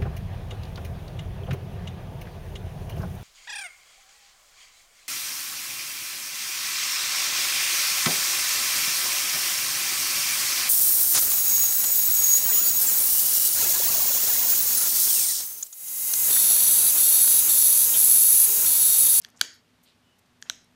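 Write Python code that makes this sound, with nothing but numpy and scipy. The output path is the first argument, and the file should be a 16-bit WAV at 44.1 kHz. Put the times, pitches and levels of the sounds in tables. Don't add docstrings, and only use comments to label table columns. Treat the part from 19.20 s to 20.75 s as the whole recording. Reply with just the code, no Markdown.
import sys
import numpy as np
from scipy import signal
from scipy.fft import rfft, irfft
from scipy.io import wavfile
from scipy.ndimage import uniform_filter1d

SR = 44100
rng = np.random.default_rng(int(sys.argv[2]) if len(sys.argv) > 2 else 0)


def generate_wav(sig):
    pcm = np.round(np.clip(np.atleast_2d(sig).T, -1, 1) * 32767).astype(np.int16)
    wavfile.write(sys.argv[1], SR, pcm)


N = 68355

# freq_hz, density_db
AIR_SPECTRUM = [(15, -30), (25, -61), (44, -20.5), (102, -6), (145, -12), (166, -9), (242, -12.5),
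                (531, -18), (624, -16.5), (2990, -21.5), (3340, -21.5), (14400, -37.5), (16000, -40.5)]
AIR_LEVEL_DB = -65.5
# freq_hz, bandwidth_hz, level_db
HUM_MODES = [(60, 10, -86), (108, 14, -88.5), (178, 20, -83), (244.9, 7, -72.5), (456, 8.2, -87.5)]
# time_s, gain_db
HUM_SWELL = [(0, -2), (.3, -4), (.55, 5.5), (.72, -3.), (.84, 1.5), (0.999, -5.5), (1.15, 4), (1.45, 7.5),
             (1.55, 2.2)]

# peak_s, rise_s, fade_s, level_db, centre_hz, width_octaves
GRIT_BURSTS = [(0.0166, 0.0013, 0.0035, -52.5, 5535, 2.1), (0.022, 0.0013, 0.001, -46, 5500, 0.44),
               (0.0358, 0.002, .001, -58, 10900, 0.62), (0.043, 0.022, 0.024, -57.5, 2780, 2.4),
               (0.078, 0.045, .015, -62.5, 915, 2.7), (0.0885, 0.0013, 0.0025, -61, 10860, 0.61),
               (.102, 0.00077, 0.00096, -53.5, 7000, 2), (.15, 0.02, .015, -62.5, 600, 1.8),
               (0.1623, 0.00088, 0.0016, -56, 6040, .4), (.168, .004, 0.0098, -61, 6720, .6),
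               (0.174, .001, .002, -56, 6390, 0.36), (0.196, 0.015, 0.026, -57.5, 2780, 2.65),
               (.195, .001, 0.0017, -54, 10500, .7), (.342, .001, 0.0014, -61.5, 11000, .5),
               (.345, 0.023, 0.016, -68, 10400, .8), (0.634, 0.0058, 0.02, -61.5, 9300, 1.9),
               (.675, .03, 0.025, -71, 6100, 1.13), (0.664, .015, 0.046, -61.5, 3640, 0.84),
               (0.99, 0.0078, 0.0059, -63, 9000, 1.8), (1.06, .002, 0.006, -71.5, 3980, 2.2),
               (1.216, .001, 0.0056, -60.5, 10000, 1.9), (1.261, .005, 0.041, -60, 1700, 2.44),
               (1.276, 0.005, 0.03, -67, 4340, 0.86), (1.355, .002, 0.0032, -65.5, 11000, .9),
               (1.445, .001, 0.0018, -64, 8000, 1.1)]
GRAINS_PER_S, GRAIN_SPREAD_DB = 18000, 3

# freq_hz, t60_s
STONE_MODES = [(2300, .005), (3400, .0033), (3850, .003), (4550, .0035), (5300, .003), (6000, .003),
               (6600, .0033), (7900, .003), (9300, .003), (10800, .003), (12000, .003), (13700, .0028)]
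# start_s, level_db, spray_db, then mode_db for each stone mode
CRACKS = [(0.0476, -33, -14.5, -10, 3.5, -19.5, 2.5, -35, -1.5, -39, -29, -12, -24.5, -8.5, -13),
          (0.2117, -9.5, -30, -35.5, -4.5, 0.5, -15, -32, -10, -10.5, -12, -17, -4.5, -15, -8),
          (0.2127, -11, -6.5, -7.5, -34, 1, 6.5, 1.5, 1.5, -10, -40, -27, -26, -16.5, -24.5),
          (0.2144, -17, -30, -6.5, -14.5, -16.5, -1, -22, -6.5, -7.5, -6, -9.5, -35.5, -33, -29.5),
          (1.2248, -31, -4, -32, -2.5, -23, -3, -23.5, -0.5, -1.5, -9, -20, -15.5, -36, -24),
          (1.2979, -15.5, -13, -9.5, -6.5, 1.5, -21, -26, 1, -30, -9.5, -19, -21.5, -15.5, -19)]
SPRAY_GAIN = 10

# start_s, level_db, pitch_hz, thud_db, thump_db
KNOCKS = [(.0478, -37, 1745, -29.5, -23), (.2128, -13, 1555, -18, -32.5), (1.2243, -34.5, 1730, -36.5, -43),
          (1.256, -50.5, 1620, -3, -30), (1.2990, -25, 1530, -13.5, -36)]
KNOCK_T60_S, THUD_HZ, THUD_T60_S = 0.0061, 758, 0.0039
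THUMP_HZ, THUMP_T60_S = 98.7, 0.0535

STONE_CUT_HZ, KNOCK_CUT_HZ, LOW_CUT_HZ = 2550, 1200, 250

# delay_s, level_db, centre_hz
ECHOES = [(0.0089, -22.5, 3525), (.0165, -36, 5034)]
# freq_hz, level_db, t60_s
TAIL_BANDS = [(300, -32, .3), (700, -38.5, .3), (1500, -51.5, 0.53), (2000, -44, 0.58), (2600, -40.5, .31),
              (3430, -48.5, 0.4), (4130, -53.5, 0.59), (4577, -51.5, 0.66), (5300, -44, 0.52),
              (6100, -50, .33), (6500, -39, .38), (7390, -43, .33), (9180, -44, .3), (10500, -48.5, 0.22),
              (12500, -47, .24), (14500, -49, .22)]
TAIL_END_S = .175

# start_s, peak_s, end_s, level_db, first_hz, last_hz, waver_rms_hz
WHISTLE = (.8, .92, .98, -73, 3040, 2900, 40)

SOFT_TOP_HZ, CUTOFF_HZ = 15400, 16300
OVERLOAD_CEILING = .54


def from_db(db):
    return 10 ** (np.asarray(db) / 20)


def rms_one(x):
    return x / np.sqrt(np.mean(x ** 2) + 1e-20)


def ring(clicks, hz, t60):
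    radius = from_db(-60 / (t60 * SR))
    angle = 2 * np.pi * hz / SR
    return signal.lfilter([0, np.sin(angle)], [1, -2 * radius * np.cos(angle), radius * radius], clicks + 1e-18)


def burst(clicks, hz, t60):
    gain = 2 * np.e * np.log(1000) / (t60 * SR)
    return gain * ring(ring(clicks, hz, t60), hz, t60)


def push(start, width):
    phase = np.clip((np.arange(N) / SR - start) / width, 0, 1)
    return np.sin(np.pi * phase) ** 2 * 2 / (width * SR)


def band(x, low_hz, high_hz):
    corners = [low_hz, min(high_hz, .45 * SR)]
    return signal.sosfilt(signal.butter(2, corners, "band", fs=SR, output="sos"), x)


def high(x, hz, order=3):
    return signal.sosfilt(signal.butter(order, hz, "high", fs=SR, output="sos"), x)


def narrow(hz, width):
    t60 = np.log(1000) / np.pi / width
    return rms_one(ring(rng.standard_normal(N + SR // 2), hz, t60)[-N:])


def floor():
    table_hz, density_db = np.transpose(AIR_SPECTRUM)
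    f = np.maximum(np.arange(N // 2 + 1) * SR / N, 1)
    weights = from_db(np.interp(np.log(f), np.log(table_hz), density_db))
    air = rms_one(irfft(rfft(rng.standard_normal(N)) * weights, N))
    hum = sum(from_db(db) * narrow(hz, width) for hz, width, db in HUM_MODES)
    swell = from_db(np.interp(np.arange(N) / SR, *np.transpose(HUM_SWELL)))
    return from_db(AIR_LEVEL_DB) * air + swell * hum


def grit():
    t, out = np.arange(N) / SR, 0
    present = rng.random(N) < GRAINS_PER_S / SR
    heights = from_db(GRAIN_SPREAD_DB * rng.exponential(1, N))
    grains = present * heights * rng.choice([-1, 1], N)
    for peak, rise, fade, db, hz, octaves in GRIT_BURSTS:
        swell = np.clip(1 + (t - peak) / rise, 0, 1)
        decay = np.exp(-np.clip(t - peak, 0, None) ** 2 / fade ** 2 / 2)
        colour = rms_one(band(grains, hz * 2 ** (-octaves / 2), hz * 2 ** (octaves / 2)))
        out = out + from_db(db) * swell * decay * colour
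    return out


def cracks():
    rows = np.array(CRACKS)
    pushes = np.array([push(start, 3 / SR) for start in rows[:, 0]])
    level_db, spray_db = rows[:, 1], rows[:, 2]
    rings = 0
    for k, (hz, t60) in enumerate(STONE_MODES):
        rings = rings + burst(from_db(level_db + rows[:, 3 + k]) @ pushes, hz, t60)
    spray = signal.lfilter([1, -.6], [1], from_db(level_db + spray_db) @ pushes)
    return high(rings, STONE_CUT_HZ), SPRAY_GAIN * spray


def knocks():
    knock, thump_pushes = 0, 0
    for start, db, hz, thud_db, thump_db in KNOCKS:
        hit = push(start, 4 / SR)
        tip = high(burst(hit, hz, KNOCK_T60_S), KNOCK_CUT_HZ)
        thud = from_db(thud_db) * burst(hit, THUD_HZ, THUD_T60_S)
        knock = knock + from_db(db) * (tip + thud)
        thump_pushes = thump_pushes + from_db(db + thump_db) * hit
    return knock, ring(thump_pushes, THUMP_HZ, THUMP_T60_S)


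def room(near, spray):
    t = np.arange(SR // 2) / SR
    hz = np.array(TAIL_BANDS)[:, 0]
    edges = np.r_[hz[0] / 2, np.sqrt(hz[1:] * hz[:-1]), hz[-1] * 1.1]
    white = rng.standard_normal((2, len(t)))
    tail = 0
    for k, (_, db, t60) in enumerate(TAIL_BANDS):
        sos = signal.butter(2, edges[k:k + 2], "band", fs=SR, output="sos")
        tail = tail + from_db(db - 60 * t / t60) * signal.sosfiltfilt(sos, white[k % 2])
    onset = np.clip(t / 0.0013 - .5, 0, 1)
    tail = tail * onset / (1 + (t / TAIL_END_S) ** 8)
    echoes = 0
    for delay, db, centre in ECHOES:
        delayed = np.roll(near, int(delay * SR))
        echoes = echoes + from_db(db) * band(delayed, centre / 1.58, centre * 1.36)
    return signal.fftconvolve(near + spray, tail)[:N] + echoes


def whistle():
    start, peak, end, db, first_hz, last_hz, waver_hz = WHISTLE
    t = np.arange(N) / SR
    waver = rms_one(uniform_filter1d(rng.standard_normal(N), size=300))
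    hz = np.interp(t, [start, end], [first_hz, last_hz]) + waver_hz * waver
    envelope = np.interp(t, [start, start + 0.023, peak, end], [0.062, 0.35, 1.9, 0.011])
    return from_db(db) * envelope * np.sin(2 * np.pi * np.cumsum(hz) / SR)


def scene():
    rings, spray = cracks()
    knock, thump = knocks()
    near = high(rings + knock, LOW_CUT_HZ, order=2)
    quiet = floor() + grit() + room(near, spray) + whistle()
    quiet = signal.sosfilt(signal.cheby2(10, 30, SOFT_TOP_HZ, fs=SR, output="sos"), quiet)
    return (near + thump + quiet)[None]


def record(dry):
    rounded = OVERLOAD_CEILING * np.tanh(dry / OVERLOAD_CEILING)
    return signal.sosfilt(signal.cheby2(14, 70, CUTOFF_HZ, fs=SR, output="sos"), rounded)


dry = scene()
out = record(dry)
generate_wav(out)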